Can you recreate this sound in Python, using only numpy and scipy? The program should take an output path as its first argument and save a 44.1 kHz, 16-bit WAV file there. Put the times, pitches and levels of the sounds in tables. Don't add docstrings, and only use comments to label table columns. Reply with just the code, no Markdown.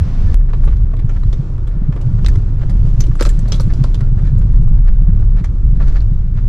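import sys
import numpy as np
from scipy import signal
from scipy.fft import rfft, irfft
from scipy.io import wavfile
from scipy.ndimage import uniform_filter1d, minimum_filter1d

SR = 44100
rng = np.random.default_rng(int(sys.argv[2]) if len(sys.argv) > 2 else 0)


def generate_wav(sig):
    pcm = np.round(np.clip(np.atleast_2d(sig).T, -1, 1) * 32767).astype(np.int16)
    wavfile.write(sys.argv[1], SR, pcm)


N = 285768
TIME = np.arange(N) / SR
FREQ = np.maximum(np.fft.rfftfreq(N, 1 / SR), 1)


# frequency in Hz, level in dB.
BOOM_SPECTRUM = [(5, -30), (12, -11), (19, -6), (24, -4.5), (31, 0), (39, -3.5), (49, -12), (62, -18.5),
                 (85, -29.5), (200, -69.5)]
DRUM_SPECTRUM = [(45, -17.5), (70, -2), (88, 2), (100, 0.5), (117, 2), (138, -2.5), (152, -11), (176, -7.5),
                 (203, -20), (235, -23), (280, -31.5), (420, -52.5), (900, -88.5)]
# time in seconds, level in dB.
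BOOM_LEVELS = [(0, -23), (.39, -8.5), (.52, -18.5), (.64, -11), (.95, -19.5), (1.29, -11.5), (1.42, -23),
               (1.65, -14.5), (2.0, -18), (2.28, -10.5), (2.52, -19.5), (2.8, -11.5), (3.1, -13),
               (3.4, -14), (3.7, -15.5), (4.1, -14.5), (4.65, -9.5), (5.0, -11), (5.3, -10), (5.42, -15),
               (5.9, -9.5), (6.08, -15), (6.48, -12.5)]
DRUM_LEVELS = [(0, -19.5), (.47, -21), (.58, -18.5), (1.3, -20.5), (1.7, -21.5), (2.02, -21), (2.1, -14),
               (2.32, -20), (2.8, -18), (3.25, -22), (3.62, -18), (4.6, -16), (4.85, -20), (5.35, -16.5),
               (5.58, -21.5), (5.75, -20), (6.48, -18.5)]

def body():
    (boom_db,), (drum_db,) = curves(BOOM_LEVELS), curves(DRUM_LEVELS)
    boom = undb(boom_db + 3.5 + 1.6 * walk(16)) * rumble(BOOM_SPECTRUM, evenness=0.87)
    drum = undb(drum_db - 0.56 + 1.83 * walk(22)) * rumble(DRUM_SPECTRUM, evenness=0.52)
    thumps = ruts(decay_cycles=0.84, gain_db=4.0, thud_ratio=1.83, thud_db=-21.5)
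    return boom + (drum + thumps) * pan(-0.33)


def rumble(spectrum, evenness):
    gain = undb(along(spectrum))
    wave = noise(gain)
    power = uniform_filter1d(np.abs(signal.hilbert(wave[0])) ** 2, SR // 25)
    wave = wave / (power + 0.024) ** (evenness / 2)
    wave = irfft(rfft(wave) * np.minimum(1, 20 * gain), N)
    return wave / wave.std()


# time of the peak in seconds, level in dB, pitch in Hz.
RUT_THUMPS = [(0.024, -1.5, 81.8), (.255, -5, 88), (.32, -22, 199), (.594, -19.5, 139), (0.698, -18, 157),
              (0.844, -11, 101), (1.048, -5.5, 119), (1.26, -6.5, 111), (1.399, -7.5, 127),
              (1.77, -17.5, 157), (1.822, -15, 189), (1.894, -3.5, 135), (2.074, -9.5, 117),
              (2.118, -14, 123), (2.152, -7, 109), (2.231, -15.5, 169), (2.38, -4, 102.5),
              (2.701, -14, 129), (2.756, -19, 195), (2.817, -8, 103), (2.849, -10, 140), (2.996, -5.5, 115),
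              (3.086, -22, 300), (3.103, -9.5, 131), (3.389, -11, 147), (3.431, -18, 192),
              (3.465, -21.5, 220), (3.547, -11, 147), (3.612, -9, 128), (3.676, -10, 167),
              (3.791, -20.5, 224), (3.816, -3, 125), (3.843, -24, 240), (4.023, -9.5, 119),
              (4.128, -7, 122), (4.172, -11.5, 126), (4.238, -10, 135), (4.334, -9, 124), (4.38, -17, 135),
              (4.451, -12, 139), (4.508, -13.5, 128), (4.602, -5, 134), (4.663, -7, 120),
              (4.715, -8.5, 138), (4.805, -14.5, 116), (5.022, -10.5, 135), (5.093, -7.5, 152),
              (5.35, -18, 160), (5.414, -12.5, 155), (5.654, -12, 131), (5.731, -8.5, 125),
              (5.778, -13, 139), (6.122, -8, 118)]

def ruts(decay_cycles, gain_db, thud_ratio, thud_db):
    out = np.zeros(N)
    for peak_s, db, hz in RUT_THUMPS:
        near = np.abs(TIME - peak_s) * hz < 10
        cycles = (TIME[near] - peak_s) * hz
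        swell = np.exp(-np.hypot(cycles, .2) / decay_cycles)
        phase = 2 * np.pi * rng.random()
        push = swell * np.cos(2 * np.pi * cycles + phase)
        thud = undb(thud_db) * swell ** 2 * np.cos(2 * np.pi * thud_ratio * cycles + phase)
        out[near] += undb(db + gain_db) * (push + thud)
    return out


# start in seconds, clack level in dB, contact hardness in dB,
# nominal 60 dB decay time in seconds, note of the touched part in Hz.
PLASTIC_KNOCKS = [(0.53, -51, -7.5, 0.069, 1720), (0.646, -52, 9, 0.046, 2820),
                  (0.674, -53, -7.5, 0.067, 2340), (0.934, -57, -6, 0.046, 1700),
                  (.966, -53, 0.5, 0.034, 3500), (.989, -49.5, -1.5, 0.06, 3450),
                  (1.091, -53.5, -3, 0.077, 6640), (1.234, -47, -3, 0.026, 1910),
                  (1.327, -39, -3, 0.069, 3700), (1.580, -52.5, -1.5, 0.021, 3750),
                  (1.67, -48.5, 1, 0.077, 3400), (1.922, -54.5, -1.5, 0.06, 1500),
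                  (1.96, -57, -2, 0.065, 1700), (2.011, -48, 4, 0.066, 2850),
                  (2.246, -36, -10, 0.018, 3200), (2.2623, -25, -6, 0.024, 4100),
                  (2.284, -29, 6, 0.04, 1710), (2.355, -42, -2, 0.037, 1790),
                  (2.695, -40.5, -1, 0.07, 1860), (3.004, -26.5, 2.5, 0.063, 6200),
                  (3.038, -40, 0, 0.038, 3020), (3.067, -44, 4, 0.034, 3970), (3.113, -54, -3, 0.031, 1200),
                  (3.154, -46, -2, .025, 7000), (3.2078, -28, 1, 0.069, 4970),
                  (3.226, -30, 7.5, 0.074, 7600), (3.2496, -31.5, 4, 0.11, 1300),
                  (3.2903, -33, 10, 0.058, 7300), (3.391, -39, 9, 0.026, 7660),
                  (3.478, -47, 2.5, 0.12, 4300), (3.5203, -27.5, -2, 0.11, 3370),
                  (3.598, -32, -8, 0.025, 1170), (3.604, -38, 11.5, 0.067, 4140),
                  (3.629, -49, 9, 0.035, 6000), (3.735, -38.5, -1, 0.04, 4950),
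                  (3.838, -29.5, 1, 0.046, 990), (3.9442, -34.5, 1, 0.048, 3440),
                  (4.005, -44, -2, 0.077, 2000), (4.382, -59.5, 10, 0.06, 7050),
                  (4.676, -53, -4, .025, 1500), (5.441, -37, 0.5, 0.063, 2100)]
PLASTIC_PAN_DB = -1.5

def knocks():
    out = np.zeros((2, N + SR))
    for start_s, clack_db, hard_db, t60, note_hz in PLASTIC_KNOCKS:
        force_db = clack_db + 40.5
        hollow_db = -32 + 0.16 * force_db - 0.94 * hard_db
        tick_db = -47.5 + 0.62 * force_db + hard_db
        rise_s = 0.0016 * undb(-.4 * force_db)
        hit = contact((hollow_db, clack_db, tick_db), t60, rise_s, tail_db=-25, tail_t60=0.46)
        hit += undb(clack_db - 2.5) * note(note_hz, t60 + 0.015, relative_width=0.14)
        i = int(start_s * SR)
        out[:, i:i + hit.shape[1]] += hit * pan(PLASTIC_PAN_DB)
    buzz = undb(2.0 * walk(350))
    return out[:, :N] * buzz


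# frequency in Hz, level in dB.
HOLLOW_SPECTRUM = [(150, -12.5), (340, 13.5), (600, 3), (790, -1), (1400, -7), (2100, -3), (3200, -10.5),
                   (8000, -57.5)]
CLACK_SPECTRUM = [(900, -23), (2200, -1), (3300, 1), (6000, -1), (7500, -6.5), (10000, -29.5), (15000, -44)]
TICK_SPECTRUM = [(4000, -29), (7300, 2), (10000, -6), (12500, -13), (15000, -11.5)]

def contact(levels_db, t60, rise_s, tail_db, tail_t60):
    t, freq = axes(1 / 4)
    modes = plastic_response(freq, spread_db=9.5)
    softness = t60 / 0.042
    attack = np.minimum(1, t / (rise_s * softness))
    since_peak = np.maximum(0, t - rise_s * softness)
    cabin_tail = softness * undb(tail_db - 60 * t / tail_t60)
    spectra = HOLLOW_SPECTRUM, CLACK_SPECTRUM, TICK_SPECTRUM
    out = 0
    for db, spectrum, share in zip(levels_db, spectra, (1.0, .85, .75)):
        fade = undb(-60 * since_peak / (t60 * share)) + cabin_tail
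        band = noise(undb(along(spectrum, freq)) * modes, freq)
        out += undb(db - 2.5) * fade * attack * band
    return out


# frequency in Hz, bandwidth in Hz, level in dB.
PLASTIC_MODES = [(600, 230, 0.5), (875, 170, -1), (1150, 210, 7.5), (1370, 70, 6.5), (1750, 280, -1.5),
                 (3490, 120, -5), (3960, 200, -1.5), (4700, 660, -2), (5940, 880, -6), (8000, 65, -3.5),
                 (9900, 1000, -9), (11800, 660, -4)]

def plastic_response(freq, spread_db):
    return 1 + sum(undb(db + spread_db * rng.standard_normal()) * resonance(freq, hz, width_hz)
                   for hz, width_hz, db in PLASTIC_MODES)


def note(hz, t60, relative_width):
    t, freq = axes(1 / 4)
    cluster = noise(resonance(freq, hz, hz * relative_width), freq)
    attack = 1 - np.exp(-t / 0.00045)
    return cluster * undb(-60 * t / t60) * attack


# start in seconds, level in dB, pitch in Hz, upper band edge in Hz.
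CATCH_CRACKS = [(2.2629, -18.5, 3850, 9100), (2.2632, -25, 1900, 5000), (2.2838, -24.5, 1700, 12000),
                (3.2096, -13, 1310, 8900), (3.2145, -33, 1590, 7000), (3.2243, -16.5, 1500, 13000),
                (3.241, -31, 1400, 10000), (3.253, -19, 1300, 7000), (3.2645, -29, 2220, 11000),
                (3.2906, -28, 7360, 13000), (3.5208, -16.5, 5660, 7340), (6.006, -36, 4300, 6000)]

def cracks(t60, width_hz, peak_db):
    t, freq = axes(1 / 20)
    fade = undb(-60 * t / t60)
    out = np.zeros((2, N))
    for start_s, db, hz, top_hz in CATCH_CRACKS:
        peak = 1 + undb(peak_db) * resonance(freq, hz, width_hz)
        band = freq / (freq + 500) / np.hypot(1, freq / 5000)
        top_cut = 1 / np.hypot(1, (freq / top_hz) ** 16)
        crack = noise(peak * band * top_cut, freq) * fade
        i = int(start_s * SR)
        out[:, i:i + len(t)] += undb(db) * crack * fade.std() / crack.std()
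    return out * pan(PLASTIC_PAN_DB)


# start in seconds, level in dB, share of the free decay time.
LID_BOUNCES = [(3.2092, -10.5, 0.94), (3.2149, -20, 1), (3.226, -20, 0.53), (3.251, -28, 0.91),
               (3.2578, -20, 1), (3.266, -21, 1), (3.273, -30, 1), (3.6001, -18.5, 0.7),
               (3.842, -17.5, 0.6)]
# frequency in Hz, level in dB, free 60 dB decay time in seconds.
LID_MODES = [(245, -3.5, 0.078), (352, 0.5, 0.044), (470, -1, 0.045), (581, -2, 0.05), (684, -22, 0.061),
             (900, -13, 0.061), (1134, -11, 0.041), (1210, -14.5, 0.067), (1330, -2, 0.013),
             (1400, -14, 0.084), (1583, -16, 0.052), (2150, -28, 0.045)]

def lid(spread_db, phase_scatter, detune):
    t, _ = axes(1 / 4)
    attack = 1 - np.exp(-t / 0.0014)
    out = np.zeros((2, N + SR))
    for start_s, hit_db, ring_share in LID_BOUNCES:
        i = int(start_s * SR)
        for hz, db, t60 in LID_MODES:
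            strength, phase, skew, seat = rng.standard_normal(4)
            hz *= 1 + detune * seat
            stereo_phase = skew * hz / 2900 * SIDES
            wave = np.sin(2 * np.pi * hz * t + phase_scatter * phase + stereo_phase)
            fade = undb(hit_db + db + spread_db * strength - 60 * t / (t60 * ring_share))
            out[:, i:i + len(t)] += fade * attack * wave
    return out[:, :N] * pan(-1.2)


# centre in seconds, level in dB, half length in seconds,
# spectral tilt in dB per octave.
SCUFF_SWELLS = [(0.414, -43, .01, -3), (0.498, -41.5, 0.013, -2), (0.64, -33, 0.0064, -3.5),
                (0.73, -43, 0.0071, 1.5), (0.77, -50.5, 0.0054, 7), (1.17, -39.5, 0.011, -1.5),
                (1.974, -41, 0.0066, -2.5), (2.19, -40, 0.0077, -3), (2.621, -41, 0.014, 0),
                (2.635, -32, 0.0042, -3), (3.199, -29.5, 0.0062, 3.5), (3.262, -34.5, 0.012, 9.5),
                (3.463, -39.5, 0.012, -2), (3.558, -46, 0.014, 14), (3.707, -35.5, 0.0093, -0.5),
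                (4.189, -42, 0.017, -1), (4.272, -47, 0.047, 3), (4.421, -45, 0.01, 0.5),
                (4.56, -57, 0.072, 3), (4.88, -40.5, 0.018, 0.5), (5.09, -46.5, 0.024, -2.5),
                (5.225, -41, 0.0056, -3), (5.388, -42.5, 0.026, 1), (5.771, -50, 0.0057, 6),
                (5.81, -35.5, 0.0094, -2.5), (5.822, -36, 0.02, -0.5), (5.887, -44, 0.02, 4),
                (5.926, -48, 0.0044, 5), (5.967, -37.5, 0.018, 1.5), (6.018, -50, 0.0088, 6),
                (6.38, -42, 0.023, -0.5)]
# frequency in Hz, level in dB.
SCUFF_SPECTRUM = [(200, -9), (550, 5), (850, -3), (1700, -0.5), (2300, -6), (2800, -11), (4600, -17),
                  (7000, -25), (14000, -58)]

def scuffs(stir_db):
    t, freq = axes(1 / 6)
    middle = len(t) // 2
    stir = undb(stir_db + 2.0 * walk(31)) * noise(undb(along(SCUFF_SPECTRUM)))
    out = np.pad(stir, ((0, 0), (0, SR)))
    for centre_s, db, half_s, tilt_db in SCUFF_SWELLS:
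        colour = undb(along(SCUFF_SPECTRUM, freq) + tilt_db * np.log2(freq / 1000))
        colour *= plastic_response(freq, spread_db=4.0) ** .5
        swell = np.exp(-((t - t[middle]) / half_s) ** 2)
        i = int(centre_s * SR) - middle
        out[:, i:i + len(t)] += undb(db) * swell * noise(colour, freq)
    slips = undb(3.5 * walk(1400) - .8)
    return out[:, :N] * slips * pan(-5.5)


# centre in seconds, level in dB, pitch in Hz, half length in seconds.
TRIM_SQUEAKS = [(0.291, -44, 1762, 0.021), (3.16, -54, 9300, 0.0097), (3.18, -55, 7900, .008)]

def squeaks(waver):
    out = np.zeros(N)
    for centre_s, db, hz, half_s in TRIM_SQUEAKS:
        cycles = np.cumsum(hz + waver * np.sqrt(hz) * walk(500)) / SR
        swell = np.exp(-((TIME - centre_s) / half_s) ** 2)
        out += undb(db) * swell * np.sin(2 * np.pi * cycles)
    return out * pan(PLASTIC_PAN_DB)


# time in seconds, roar level in dB, snow hiss level in dB.
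TYRE_LEVELS = [(.36, -47, -61), (.7, -45.5, -51.5), (.92, -44.5, -59), (1.22, -44.5, -50),
               (1.83, -46, -61.5), (2.25, -41, -48.5), (2.58, -44, -54.5), (2.85, -42, -48),
               (3.13, -43.5, -48.5), (3.45, -43.5, -49), (3.82, -41.5, -46.5), (4.05, -44, -54),
               (4.55, -43.5, -54.5), (4.76, -45, -57), (5.6, -47, -57), (5.93, -42, -51),
               (6.18, -47, -55.5)]
# frequency in Hz, level in dB.
ROAR_SPECTRUM = [(130, -4.5), (260, 4.5), (340, 3.5), (430, -2.5), (580, -8), (700, -11.5), (850, -13.5),
                 (1150, -14.5), (1450, -17), (2100, -36.5), (4000, -53.5), (12000, -73.5)]
HISS_SPECTRUM = [(900, 5), (2000, 2), (3300, -.5), (5800, -3.5), (7400, -6.5), (8600, -13), (12000, -19),
                 (15000, -38)]
RUSH_SPECTRUM = [(150, 17.5), (330, -3.5), (580, -8.5), (850, -14), (1150, -13.5), (1800, -20), (3100, -26),
                 (5900, -29), (7000, -36), (10000, -45), (15000, -58)]
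CUT_S = .344

def tyres():
    roar_db, hiss_db = curves(TYRE_LEVELS)
    patches_db = 1.3 * walk(22)
    roar = undb(roar_db + 5.5 + patches_db) * noise(undb(along(ROAR_SPECTRUM)))
    hiss = undb(hiss_db - 2.5 + patches_db + 0.62 * walk(150)) * noise(undb(along(HISS_SPECTRUM)))
    rush = undb(-28 + .5 * walk(29)) * noise(undb(along(RUSH_SPECTRUM)) * (FREQ > 150))
    return np.where(TIME < CUT_S, rush * pan(-1.3), roar * pan(-.7) + hiss * pan(-.8))


def click(db, decay_s):
    impulse = np.exp(-2j * np.pi * FREQ * CUT_S)
    band = FREQ / (FREQ + 150) / (1 + 2j * np.pi * FREQ * decay_s)
    return undb(db) * irfft(impulse * band, N)


# delay in seconds, signed gain.
EARLY_ECHOES = [(.0019, 0.042), (.0037, -0.11), (.0052, 0.13), (.0074, 0.13), (0.0118, -0.14)]

def reflections(sound):
    echoes = sum(gain * np.exp(-2j * np.pi * FREQ * delay_s) for delay_s, gain in EARLY_ECHOES)
    treble = FREQ ** 2 / (FREQ ** 2 + 900 ** 2)
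    return irfft(rfft(sound) * (1 + echoes * treble), N)


# frequency in Hz, correlation.
COHERENCE = [(30, .99997), (60, .9995), (120, .997), (250, .988), (500, .8), (1200, .68), (4000, .66),
             (12000, .5)]
SIDES = np.array([[1], [-1]])

def noise(gain, freq=FREQ):
    mid, side = rfft(rng.standard_normal((2, 2 * len(freq) - 2)))
    alike = along(COHERENCE, freq)
    wave = irfft(gain * (np.sqrt(1 + alike) * mid + np.sqrt(1 - alike) * side * SIDES))
    return wave / wave.std()


def walk(rate_hz):
    hold = int(SR / rate_hz)
    steps = np.repeat(rng.standard_normal(N)[:N // hold + 1], hold)
    smooth = uniform_filter1d(uniform_filter1d(steps, hold), hold)[:N]
    return smooth / smooth.std()


def resonance(freq, hz, width_hz):
    return 1 / (1 + ((freq - hz) / (width_hz / 2)) ** 2)


def axes(length_s):
    size = int(SR * length_s) // 2 * 2
    return np.arange(size) / SR, np.maximum(np.fft.rfftfreq(size, 1 / SR), 1)


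def along(points, freq=FREQ):
    hz, value = np.transpose(points)
    return np.interp(np.log(freq), np.log(hz), value)


def curves(table):
    times, *columns = np.transpose(table)
    return [np.interp(TIME, times, column) for column in columns]


def undb(db):
    return 10 ** (np.asarray(db) / 20)


def pan(db):
    return undb(SIDES * db / 2)


def scene():
    plastic = knocks() + cracks(t60=0.013, width_hz=560, peak_db=17.0) + scuffs(stir_db=-58.5)
    direct = body() + lid(spread_db=1.44, phase_scatter=1.4, detune=0.029) + squeaks(waver=.7)
    return direct + reflections(tyres() + plastic) + click(db=3.5, decay_s=0.00017)


def record(dry):
    hold, top_hz = SR // 125, 13800
    safe_gain = np.minimum(1, 1 / (np.abs(dry).max(axis=0) + 1e-9))
    held_gain = minimum_filter1d(safe_gain, 2 * hold)
    gain = uniform_filter1d(uniform_filter1d(held_gain, hold), hold)
    low_pass = signal.ellip(8, .2, 70, top_hz, fs=SR, output="sos")
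    return signal.sosfilt(low_pass, dry * gain)


dry = scene()
out = record(dry)
generate_wav(out)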